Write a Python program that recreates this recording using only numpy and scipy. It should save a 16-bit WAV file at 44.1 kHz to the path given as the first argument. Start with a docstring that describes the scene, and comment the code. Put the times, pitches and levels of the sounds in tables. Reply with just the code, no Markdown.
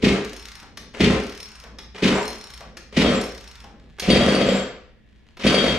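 """In a garage, a small two-stroke engine on a bench is pull-started six times.
Each pull zips the rope, clatters the starter and pumps puffs through a booming pipe. The third pull
sputters with a weak bark; on the last three, stronger barks, cracks and clutch tones mark the firings.
After each of the first four pulls the rope rewinds over ticking pawls; hard clacks fall between pulls.
Puffs and barks are compact pulses; the rest is shaped noise, tiny impacts and decaying tones."""
import sys
import numpy as np
from scipy import signal
from scipy.fft import rfft, irfft, next_fast_len
from scipy.io import wavfile
from scipy.ndimage import uniform_filter1d, map_coordinates

SR = 44100
rng = np.random.default_rng(int(sys.argv[2]) if len(sys.argv) > 2 else 0)


def digitize_waveform(pressure):
    """Quantize a signal to 16-bit integers and store it at the path in sys.argv[1].

    Rows of a 2-D input are taken as channels; values are limited to [-1, 1].
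    """
    field = np.atleast_2d(pressure).T
    bounded = np.clip(field, -1, 1)
    quanta = np.round(bounded * 32767).astype(np.int16)
    wavfile.write(sys.argv[1], SR, quanta)


N = 254898


def amp(db):
    """Decibels to gain."""
    return 10 ** (np.asarray(db) / 20)


def unit(x):
    """Scale to rms 1."""
    return x / np.sqrt(np.mean(x ** 2) + 1e-20)


def along(points, hz):
    """Read (frequency, value) points on a log frequency axis."""
    f, v = np.transpose(points)
    return np.interp(np.log(hz + 1), np.log(f + 1), v)


def wobble(rate):
    """A smooth random curve with rate knots a second."""
    knots = rng.standard_normal(int(N * rate / SR) + 4)
    return map_coordinates(knots, [np.arange(N) * rate / SR])


def filtered(x, response):
    """Apply a complex response of frequency to x."""
    m = next_fast_len(N + SR)
    spectrum = rfft(x, m) * response(np.fft.rfftfreq(m, 1 / SR))
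    return irfft(spectrum, m)[..., :N]


def shape(points):
    """Response that follows a spectrum of (frequency [Hz], level [dB])."""
    return lambda hz: amp(along(points, hz))


def resonances(modes):
    """Causal response of ringing modes (frequency [Hz], width [Hz], level [dB])."""
    return lambda f: sum(amp(db) * 1j * f * w / (c * c - f * f + 1j * f * w) for c, w, db in modes)


def lines(modes):
    """Response of narrow peaks (frequency [Hz], width [Hz], level [dB]), with no phase shift."""
    return lambda f: sum(amp(db) / (1 + (2 * (f - c) / w) ** 2) for c, w, db in modes)


def pulse(points, size=8192):
    """The most compact causal pulse with this spectrum (minimum phase), peak 1."""
    cepstrum = irfft(np.log(shape(points)(np.fft.rfftfreq(size, 1 / SR))))
    # fold the cepstrum onto positive time
    cepstrum[1:size // 2] *= 2
    cepstrum[size // 2 + 1:] = 0
    wave = irfft(np.exp(rfft(cepstrum)))
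    return wave / np.abs(wave).max()


def strike(times, dbs, wave):
    """Place one copy of a wave at each time and level."""
    samples = np.clip(np.round(times * SR).astype(int), 0, N - 1)
    blows = np.bincount(samples, amp(dbs), N)
    return signal.fftconvolve(blows, wave)[:N]


def bursts(times, dbs, response, t60, attack):
    """Coloured noise that jumps at each contact and dies away; t60 and attack in seconds."""
    t = np.arange(SR // 2) / SR
    decay = amp(-60 * t / t60) * (1 - np.exp(-t / attack))
    noise = unit(filtered(rng.standard_normal(N), response))
    return strike(times, dbs, decay) * noise


def grains(per_second, points):
    """Tiny impacts of random time and size, rms 1."""
    impacts = rng.standard_normal(N) * (rng.random(N) < per_second / SR)
    return unit(signal.fftconvolve(impacts, pulse(points))[:N])


# how much the two sides share: (frequency [Hz], left-right likeness [0 to 1])
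LIKENESS = [(60, .985), (130, .995), (250, .98), (500, .92), (1000, .6), (2000, .58), (4000, .25),
            (8000, .35), (14000, .35)]


def spread(pair):
    """Turn two unrelated signals into a diffuse stereo field: near-mono bass, wide treble."""
    turn = lambda hz: np.arccos(np.clip(along(LIKENESS, hz), 0, .995)) / 2
    mid, side = filtered(pair, lambda hz: np.array([np.cos(turn(hz)), np.sin(turn(hz))]))
    return np.array([mid + side, mid - side])


def rush(response):
    """Diffuse coloured noise of rms 1."""
    return unit(spread(filtered(rng.standard_normal((2, N)), response)))


def steadied(x, seconds):
    """Even out the slow swells of a narrow noise."""
    power = np.abs(uniform_filter1d(np.mean(x ** 2, axis=0), int(seconds * SR)))
    return x / np.sqrt(power + 1e-9)


# how long the walls ring: (frequency [Hz], time to fall 60 dB [s])
GARAGE_DECAY = [(100, 0.31), (260, 0.61), (700, 0.58), (2000, 0.58), (5000, 0.58), (9000, 0.35),
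                (14000, .25)]


def garage(x, wet_db, size=256):
    """Add the walls' diffuse answer to a dry sound, with a fresh tail for each third of a second."""
    wet = np.zeros((2, N + SR))
    step = SR // 3
    hz, t, noise = signal.stft(rng.standard_normal((2, SR // 2)), SR, nperseg=size)
    decay = amp(-60 * t / along(GARAGE_DECAY, hz)[:, None]) * (1 - np.exp(-t / 0.0094))
    for start in range(0, N, step):
        # shuffled noise frames make the tail new each time
        tail = signal.istft(rng.permutation(noise, axis=2) * decay, SR, nperseg=size)[1]
        tail = tail / np.linalg.norm(tail[0])
        answer = signal.fftconvolve(x[None, start:start + step], tail, axes=1)
        wet[:, start:start + answer.shape[1]] += answer
    return x + amp(wet_db) * spread(wet[:, :N])


def swell(start, held, rise, fall_db_per_s):
    """Gain that rises up to its start, holds and dies away."""
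    t = np.arange(N) / SR - start
    return np.clip(1 + t / rise, 0, 1) ** 2 * amp(-fall_db_per_s * np.maximum(t - held, 0))


def swells(rows, rise, fall_db_per_s):
    """One swell for each (time [s], held [s], level [dB]) row."""
    return sum(amp(db) * swell(s, held, rise, fall_db_per_s) for s, held, db in rows)


# still air: (frequency [Hz], relative level [dB])
AIR = [(12, -37.5), (20, -5), (54, -3.5), (124, -8.5), (183, -15), (217, -2.5), (235, -17), (278, -18.5),
       (1210, -38), (1780, -22), (1930, -26), (3360, -29), (9900, -67.5), (15000, -64)]
# electrical hum tones: (frequency [Hz], relative level [dB])
HUM_TONES = [(59.2, -61.5), (209.9, -68), (1723, -80), (1916, -77.5)]
# the rumble's course: (time [s], relative level [dB])
RUMBLE_LEVEL = [(0, -55), (3.2, -54), (4.55, -52), (5.0, -70.5), (5.78, -58)]
# the rumble's spectrum: (frequency [Hz], relative level [dB])
RUMBLE_COLOUR = [(20, -32), (40, -6.5), (58, 9), (80, -17), (200, -17.5), (3000, -120)]
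# each port's own noise: (frequency [Hz], relative level [dB])
PORT_NOISE = [(20, -4), (70, -4.5), (200, -8.5), (1000, -29.0), (6000, -44.5), (15000, -59.5)]


def background():
    """Still air, wavering hum tones, a low rumble that comes and goes, and each port's own faint noise."""
    t = np.arange(N) / SR
    air = rush(shape(AIR))
    hum = sum(amp(db + wobble(3.1)) * np.sqrt(2) * np.sin(2 * np.pi * hz * t) for hz, db in HUM_TONES)
    rumble = amp(np.interp(t, *np.transpose(RUMBLE_LEVEL))) * rush(shape(RUMBLE_COLOUR))
    own = unit(filtered(rng.standard_normal((2, N)), shape(PORT_NOISE)))
    return amp(-57.5) * air + hum + amp(5.0) * rumble + amp(-56.5) * own


# modes of the ringing steel: (frequency [Hz], relative level [dB], time to fall 60 dB [s])
STEEL_MODES = [(4200, -4, .1), (5410, 0, .08), (5470, -6, .05), (6340, -6.5, .05), (9250, -8.5, .08),
               (9420, -10.5, .055), (11350, -18, .06), (11900, -20, .04), (12400, -21, .04),
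               (14700, -35, .08)]


def steel_ring(times, dbs):
    """Each contact rings the steel's modes at slightly new strengths, with a fast flutter."""
    t = np.arange(SR // 4) / SR
    ring = np.zeros(N)
    for hz, db, t60 in STEEL_MODES:
        mode = amp(db - 60 * t / t60) * np.sin(2 * np.pi * hz * t) * (1 - np.exp(-t / .0004))
        ring += strike(times, dbs + 2 * rng.standard_normal(len(times)), mode)
    return ring * unit(amp(2.5 * wobble(500)))


# clacks between pulls, the handle knocking home or pawls catching:
# (time [s], relative clack level [dB], relative housing knock level [dB], pan, plus is left [dB])
CLACKS = [(0.7717, -26, -36, 1), (0.9342, -54, -49, 1), (0.9462, -67, -36, 6), (1.7854, -31, -33.5, 0.5),
          (1.9452, -60, -41, -0.5), (1.98, -39, -33, -2), (2.7693, -29.5, -35, 1.5),
          (3.9844, -44.5, -34.5, -5), (3.9966, -16, -38, -1), (5.3695, -41.5, -37, 0),
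          (5.4004, -46, -36.5, -4)]
# click of steel: (frequency [Hz], relative level [dB])
CLICK_COLOUR = [(300, -49), (1500, 4.5), (3000, 6.5), (5500, 8), (7800, -5), (9300, -8.5), (10500, -16),
                (12300, -6), (14000, -30), (16000, -29)]
# knock of the starter housing: (frequency [Hz], relative level [dB])
KNOCK_COLOUR = [(100, -28), (350, 3), (550, -5.5), (1000, -3.5), (2200, -4), (3800, -9.5), (7000, -26),
                (14000, -51.5)]


def clacks():
    """Hard clacks ring steel and knock the starter housing."""
    s, db, knock_db, pan_db = np.transpose(CLACKS)
    snaps = bursts(s, db - 2, shape(CLICK_COLOUR), t60=0.04, attack=.002)
    # a second, weaker ring follows 3 ms later
    ring = steel_ring(s, db - 14) + steel_ring(s + .003, db - 18.5)
    knocks = bursts(s, knock_db + 1.5, shape(KNOCK_COLOUR), t60=0.056, attack=0.0022)
    pan = np.interp(np.arange(N) / SR, s, pan_db)
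    return garage(snaps + ring + knocks, wet_db=-2.5) * amp([pan / 2, -pan / 2])


# the rope drawn back: (start [s], handle lands [s], tick rate at the start, midway and at the end [1/s],
# relative tick level [dB], hardest ring at [s], relative levels of ring, rope and landing [dB])
REWINDS = [(0.247, 0.629, 17, 33.73, 12.4, -30, 0.37, -42, -48.5, -39.5),
           (1.2, 1.638, 26.3, 37.2, 10.9, -30, 1.405, -40.5, -49.5, -35.5),
           (2.228, 2.606, 40, 35.03, 21.7, -29.5, 2.27, -39, -48.5, -33),
           (3.212, 3.641, 38.7, 30.78, 15.7, -31, 3.23, -44, -50.5, -38)]
RELEASE_DB, RELEASE_S = 5.5, 0.049  # the first ticks, as the pawls let go, are harder
TICK_FADE_DB_PER_S = 3.5  # the spring slackens
TICK_SCATTER_DB, RING_SCATTER_DB = 2, 4  # chance from tick to tick
RING_DIP_DB, RING_SPAN_S = 11.5, 0.05  # away from their hardest bounce the pawls ring less


def ticks():
    """Times [s], tick levels and ring levels [dB] of the pawls' skips, along a curve through three rates."""
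    rows, progress = [], np.linspace(0, 1, 200)
    for start, end, first, midway, last, db, ring_s, ring_db, *_ in REWINDS:
        length = end - start
        curve = np.polyfit([0, .5, 1], [first, midway, last], 2)
        rate = np.maximum(np.polyval(curve, progress), 1)
        # a tick falls wherever the summed rate passes a whole number
        skips = (np.cumsum(rate) - rate[0]) * length * progress[1]
        age = np.interp(np.arange(np.ceil(skips[-1])), skips, progress) * length
        hard, bright = rng.standard_normal(size=(64, 2))[:len(age)].T
        release = RELEASE_DB * np.exp(-age / RELEASE_S)
        force = release - TICK_FADE_DB_PER_S * age
        dip = RING_DIP_DB * (1 - np.exp(-((start + age - ring_s) / RING_SPAN_S) ** 2))
        tick_db = db + force + TICK_SCATTER_DB * hard
        rows += zip(start + age, tick_db, ring_db - dip + release + RING_SCATTER_DB * bright)
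    return np.transpose(rows)


# grit of sliding rope and starter drive: (frequency [Hz], relative level [dB])
CLATTER_COLOUR = [(200, -42.5), (700, -8.5), (850, -3), (1200, -1), (1700, -2.5), (2300, -5), (3300, -15.5),
                  (5000, -15.5), (7000, -18.5), (9300, -23), (10500, -33.5), (13000, -40), (16000, -78)]
# handle landing: (frequency [Hz], relative level [dB])
THUD_COLOUR = [(100, -20), (400, -5), (700, 0), (1300, -6), (3000, -14), (16000, -60)]
# sleeve cloth: (frequency [Hz], relative level [dB])
SLEEVE_COLOUR = [(60, -18), (150, -1), (220, 3), (350, -8.5), (500, -5.5), (750, -17.5), (1200, -22),
                 (3000, -38), (8000, -61)]
SLEEVE_DB, SLEEVE_S = -53, 0.23  # base level and hold as the arm settles


def rewind():
    """Steel pawls tick over the cup and the rope slides back, until the handle lands and the sleeve settles."""
    s, db, ring_db = ticks()
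    clicks = bursts(s, db - 5.5, shape(CLICK_COLOUR), t60=0.031, attack=0.00078)
    clicks = clicks + steel_ring(s, ring_db + 1.5)
    start, end, *_, rope_db, landing_db = np.transpose(REWINDS)
    slide = swells(zip(start, end - start, rope_db - 7), rise=.05, fall_db_per_s=249)
    slide = slide * grains(900, CLATTER_COLOUR)
    landings = bursts(end, landing_db - 4.5, shape(THUD_COLOUR), t60=.11, attack=0.0011)
    taps = bursts(end, landing_db - 3.5, shape(CLICK_COLOUR), t60=0.03, attack=0.00081)
    settling = swells([(s, SLEEVE_S, SLEEVE_DB) for s in end], rise=.05, fall_db_per_s=89.5)
    sleeve = settling * rush(shape(SLEEVE_COLOUR)) * amp(2.5 * wobble(18))
    return garage(clicks + taps, wet_db=-4.0) + garage(landings + slide, wet_db=-0.5) + sleeve


# pulls: (yank [s], spin length [s], crank speed [turns/s], pipe heat [0 cold to 1 firing],
# relative levels of boom, gas, clatter, rope and first puff [dB], slack before the yank [s], slack [dB])
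PULLS = [ (0.033, 0.098, 30, 0.059, -20, -20.5, -33.5, -26.5, -6.5, 0.031, -21),
         (1.005, 0.13, 30.5, 0.15, -20, -20.5, -31.5, -25.5, -6.5, 0.063, -17),
         (2.027, 0.13, 44.5, 0.18, -24, -22.5, -30.5, -25.5, -7.5, 0.079, -17.5),
         (2.972, .18, 41, 0.56, -21.5, -22, -31.5, -25, -7, 0.044, -18),
         (4.083, 0.47, 45, 0.91, -19.5, -21, -30.5, -27.5, -8.5, .06, -10.5),
         (5.446, 0.29, 50, .75, -21.5, -24, -30, -25, -10, 0.05, -14), ]
ATTACK_S, SLACK_RISE_S = 0.011, 0.0067  # the rope comes taut; the slack starts to run
SAG_DB_PER_S = 5.5  # the level sags while the crank spins


def spin(dbs, law, slack_db):
    """A layer's gain over all pulls: slack runs out, the yank kicks, the crank spins and runs down."""
    kick_db, kick_s, lag, fall = law
    t, gain = np.arange(N) / SR, np.zeros(N)
    for (s, length, *_, slack_s, lead_db), db in zip(PULLS, dbs):
        age = np.maximum(t - s, 0)
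        kick = amp(kick_db * np.exp(-age / kick_s) - SAG_DB_PER_S * age)
        slack = amp(lead_db + slack_db) * swell(s - slack_s, slack_s, SLACK_RISE_S, fall)
        gain += amp(db) * np.maximum(slack, kick * swell(s, length + lag, ATTACK_S, fall))
    return gain


# zip of rope through its eyelet, also used for the cracks: (frequency [Hz], relative level [dB])
ZIP_COLOUR = [(500, -58), (1400, -14), (2100, -0.5), (2700, -1.5), (3100, -2), (3600, -5), (4200, -7),
              (5500, -11.5), (7000, -20), (9300, -29.5), (10500, -32.5), (13000, -40), (16000, -53.5)]
# creaks of the held rope: (time [s], held [s], relative level [dB])
CREAKS = [(3.8, 0.18, -63.5), (5.08, 0.086, -70.5), (5.25, 0.08, -67.5)]
# creaking fibres: (frequency [Hz], relative level [dB])
CREAK_COLOUR = [(100, -22), (350, -6), (1000, -2.5), (2200, 1.5), (3800, -1), (7000, -13), (14000, -36.5)]
ROPE_S, ROPE_FALL_DB_PER_S = 0.055, 380  # the arm's stroke, and the stopping of its zip
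INTAKE_DB = -3  # intake hiss of a hot engine, against the rope
# how a layer follows the spin: (kick at the yank [dB], kick length [s], lag [s], run-down [dB/s])
CLATTER_LAW = (2.5, 0.02, 0.0036, 292)


def rope():
    """The rope zips strand by strand and creaks while held; a hot engine's intake hisses on after it."""
    _, _, _, heat, _, _, _, rope_db, *_ = np.transpose(PULLS)
    arm_strokes = [(s, ROPE_S, db) for (s, *_), db in zip(PULLS, rope_db)]
    zips = swells(arm_strokes, 1.6 * ATTACK_S, ROPE_FALL_DB_PER_S)
    intake = spin(rope_db + INTAKE_DB - 12 * (1 - heat), CLATTER_LAW, slack_db=8.5)
    gain = np.maximum(zips, intake)
    strands = gain * unit(grains(600, ZIP_COLOUR) * amp(1.4 * wobble(90)))
    rasp = gain * unit(rush(shape(ZIP_COLOUR)) * amp(4.4 * wobble(110)))
    creaks = swells(CREAKS, rise=0.042, fall_db_per_s=201) * grains(160, CREAK_COLOUR)
    return garage(amp(-5) * strands, wet_db=2.5) + amp(-0.5) * rasp + garage(creaks, wet_db=-2.5)


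def crank():
    """Per sample: a surge once a turn, between -1 and 1, and the heat of the pipe."""
    s, _, speed, heat, *_ = np.transpose(PULLS)
    t = np.arange(N) / SR
    # each pull takes over 0.2 s ahead of its yank
    pull = np.maximum(np.searchsorted(s - .2, t) - 1, 0)
    turns = (t - s[pull]) * speed[pull] + .08 * wobble(20)
    return np.cos(2 * np.pi * turns), np.clip(heat[pull], 0, 1)


# the pipe's boom: (frequency [Hz], relative level [dB])
BOOM_COLOUR = [(20, -21.5), (45, -21), (65, -3), (85, -14), (115, -13), (150, -4.5), (178, -18), (196, 8),
               (218, -17), (240, 1.5), (280, -12), (340, -10), (420, -22.5), (1500, -120)]
# gas in a cold pipe: (frequency [Hz], relative level [dB])
COLD_GAS = [(100, -70), (340, -21), (400, 2), (430, 2.5), (470, -15.5), (520, -7.5), (600, -17.5),
            (700, -14), (830, -24.5), (1300, -33.5), (5000, -120)]
# gas in a hot pipe: (frequency [Hz], relative level [dB])
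HOT_GAS = [(100, -70), (350, -9.5), (450, -3.5), (490, -2), (535, 2), (570, -7), (605, -5), (670, -13.5),
           (728, -4.5), (800, -21.5), (1300, -26.5), (5000, -120)]
# how boom and gas follow the spin: (kick at the yank [dB], kick length [s], lag [s], run-down [dB/s])
BOOM_LAW, GAS_LAW = (5, 0.28, 0, 124), (0, -1, 0.0282, 105.5)  # the gas has no kick


def cranking():
    """The spinning crank booms the pipe; gas in the ports and the clattering drive surge with each turn."""
    _, _, _, _, boom_db, gas_db, clatter_db, *_ = np.transpose(PULLS)
    surge, heat = crank()
    boom = spin(boom_db, BOOM_LAW, slack_db=-4.5) * steadied(rush(shape(BOOM_COLOUR)), seconds=0.0373)
    # hot gas carries sound faster and lifts the pipe's resonances
    flow = np.sqrt(1 - heat) * rush(shape(COLD_GAS)) + np.sqrt(heat) * rush(shape(HOT_GAS))
    surging_flow = unit(amp(0.83 * surge) * steadied(flow, seconds=0.038))
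    gas = spin(gas_db, GAS_LAW, slack_db=-1.5) * surging_flow
    surging_grit = unit(grains(450, CLATTER_COLOUR) * amp(2.6 * surge))
    rattle = spin(clatter_db, CLATTER_LAW, slack_db=3.5) * surging_grit
    return amp(-4) * boom + amp(-2.5) * gas + amp(-3.5) * garage(rattle, wet_db=3.5)


# tones of the clutch drum: (frequency [Hz], relative level [dB])
DRUM_TONES = [(2762, -19), (3074, -12), (3262, 0), (3677, -6.5), (4296, -20), (4592, -14)]
# squeals of rubbing metal: (time [s], held [s], relative level [dB])
SQUEALS = [(2.154, .005, -36), (3.15, 0.03, -40), (4.468, .13, -39)]
# peaks of the squeal: (frequency [Hz], width [Hz], relative level [dB])
SQUEAL_PEAKS = [(7430, 37, 9), (7671, 38.7, -25), (14300, 160, -27)]
DRUM_T60, DRUM_RISE_S = 0.44, 0.0025  # the drum's ring in the room, in seconds


def clutch():
    """Each ignition rings the clutch drum like a small bell; rubbing metal squeals."""
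    t = np.arange(N) / SR

    def tone(hz):
        """A drum tone whose phase and strength waver."""
        phase = 2 * np.pi * (hz * t + rng.random()) + 0.75 * wobble(22)
        return amp(1.6 * wobble(25)) * np.sin(phase)

    # two separate mixes of the tones feed the stereo field
    drum = np.array([sum(amp(db) * tone(hz) for hz, db in DRUM_TONES) for _ in range(2)])
    power = sum((amp(db) * swell(s + DRUM_RISE_S, 0, DRUM_RISE_S, 60 / DRUM_T60)) ** 2
                for s, *_, db in FIRINGS)
    bell = np.sqrt(power) * unit(spread(drum))
    metal = steadied(rush(lines(SQUEAL_PEAKS)), seconds=0.038)
    squeal = swells(SQUEALS, rise=.008, fall_db_per_s=168) * metal
    return amp(4.5) * bell + amp(0.5) * squeal


# a misfire gurgling in the pipe: (time [s], relative level [dB])
SPUTTERS = [(2.153, -23), (2.177, -27), (2.21, -35)]
# the gurgle: (frequency [Hz], relative level [dB])
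GURGLE_COLOUR = [(250, -44), (560, -3.5), (780, -3), (1000, 1), (1250, -14), (2000, -17), (6000, -74.5)]


def misfire():
    """Fuel that burns late sputters through the pipe."""
    s, db = np.transpose(SPUTTERS)
    return garage(bursts(s, db, shape(GURGLE_COLOUR), t60=0.167, attack=0.0024), wet_db=-7.0)


PUFF_LAG_S = 0.002956  # from the yank to the first puff
STROKE_FADE_DB, STROKE_FADE_TURNS = 11.5, 3.15  # the puffs weaken once the rope is out


def strokes():
    """Times [s] and levels [dB] of the piston's puffs: about one a turn, fading from the yank on."""
    rows = []
    for s, length, speed, *_, first_db, _, _ in PULLS:
        chance = rng.standard_normal(size=(64, 2))
        age = np.arange(0, length, 1 / speed)[:len(chance)]
        late, loud = chance[:len(age)].T
        fade = STROKE_FADE_DB * (1 - np.exp(-(age * speed / STROKE_FADE_TURNS) ** 2))
        # timing strays further as the spin goes on
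        rows += zip(s + PUFF_LAG_S + age + 0.0152 * age * late, first_db - fade + 0.9 * loud)
    return np.transpose(rows)


# ignitions: (time [s], relative levels of bark, crack, clutch chirp and clutch ring [dB])
FIRINGS = [(2.155, -16.5, -43, -49, -63), (3.047, -9.5, -27, -43, -34), (3.06, -8.5, -41, -43, -32),
           (4.101, -7, -12.5, -15, -24), (4.16, -7, -19.5, -30, -40), (4.209, -10.5, -21, -29, -32),
           (4.285, -8.5, -23, -21, -34), (4.347, -8, -21, -20, -46), (4.413, -8, -20.5, -35, -35),
           (4.488, -9.5, -22.5, -30, -35), (4.585, -23, -33, -42.5, -40.5),
           (5.465, -7.5, -15.5, -17.5, -27), (5.543, -6.5, -18.5, -17.5, -33), (5.58, -10, -26, -33, -24),
           (5.641, -7.5, -18, -23.5, -45), (5.68, -13.5, -26, -36, -27.5)]
# puff of pumped air: (frequency [Hz], relative level [dB])
PUFF_COLOUR = [(25, -43), (65, -24.5), (105, -26.5), (150, -12), (215, -3), (300, -7.5), (400, -11.5),
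               (700, -36.5), (1500, -50.5), (4000, -91.5)]
# bark of an ignition: (frequency [Hz], relative level [dB])
BARK_COLOUR = [(40, -19), (120, -28.5), (220, 0), (380, -6.5), (520, 4.5), (700, -3.5), (830, -25.5),
               (1300, -14), (2500, -45.5), (8000, -77)]
# peaks of the jerked clutch: (frequency [Hz], width [Hz], relative level [dB])
CHIRP_PEAKS = [(4610, 270, 2), (9100, 710, -18.5)]
# standing waves of the room, and the pipe's own ring near 400-426 Hz: (frequency [Hz], width [Hz], relative
# level [dB])
ROOM_AND_PIPE_MODES = [(63, 5.5, -0.5), (156.5, 7.1, -6.5), (193.3, 8.4, 9), (233.3, 9.6, -6.5), (279, 9, -13),
                       (308, 10, -24.5), (400, 4, -18), (426, 5.9, -7.5)]


def piston():
    """Strokes push puffs out of the pipe; an ignition barks, cracks and jerks the clutch into a chirp."""
    puffs = strike(*strokes(), pulse(PUFF_COLOUR))
    s, db, crack_db, chirp_db, _ = np.transpose(FIRINGS)
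    barks = strike(s, db + 0.5, pulse(BARK_COLOUR))
    cracks = bursts(s, crack_db - 4, shape(ZIP_COLOUR), t60=0.052, attack=0.00039)
    chirps = bursts(s + 0.001, chirp_db + 0.5, lines(CHIRP_PEAKS), t60=0.084, attack=0.0053)
    # the low pulses leave the room's standing waves and the pipe ringing
    standing = filtered(puffs + barks, resonances(ROOM_AND_PIPE_MODES))
    snap = garage(cracks + chirps, wet_db=-3)
    return garage(puffs, wet_db=-4.5) + garage(barks, wet_db=-2) + snap + standing


# phase between the ports: (frequency [Hz], lead of the left [rad])
PORT_LEAD = [(20, 0.79), (130, -0.2), (250, -0.091), (500, -0.035), (1500, -0.48), (3400, -0.28),
             (5000, -1.84), (6200, 0.28), (15000, 0)]
# level between the ports: (frequency [Hz], left minus right [dB])
PORT_LEAN = [(60, 0), (130, 0.0), (290, 0), (640, 1.5), (1410, 1.5), (3100, 2), (6820, 0), (15000, -3.5)]


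def scene():
    """Two microphone ports take the engine with slightly different phase and level, over the background."""
    engine = piston() + misfire() + cranking() + rope() + clutch() + rewind() + clacks()
    sides = np.array([[.5], [-.5]])
    ports = lambda hz: amp(sides * along(PORT_LEAN, hz)) * np.exp(1j * sides * along(PORT_LEAD, hz))
    return filtered(engine, ports) + background()


TOP_HZ = 15700


def record(dry):
    """Keep nothing at or above the band limit."""
    return filtered(dry, lambda hz: hz < TOP_HZ)


dry = scene()
out = record(dry)
digitize_waveform(out)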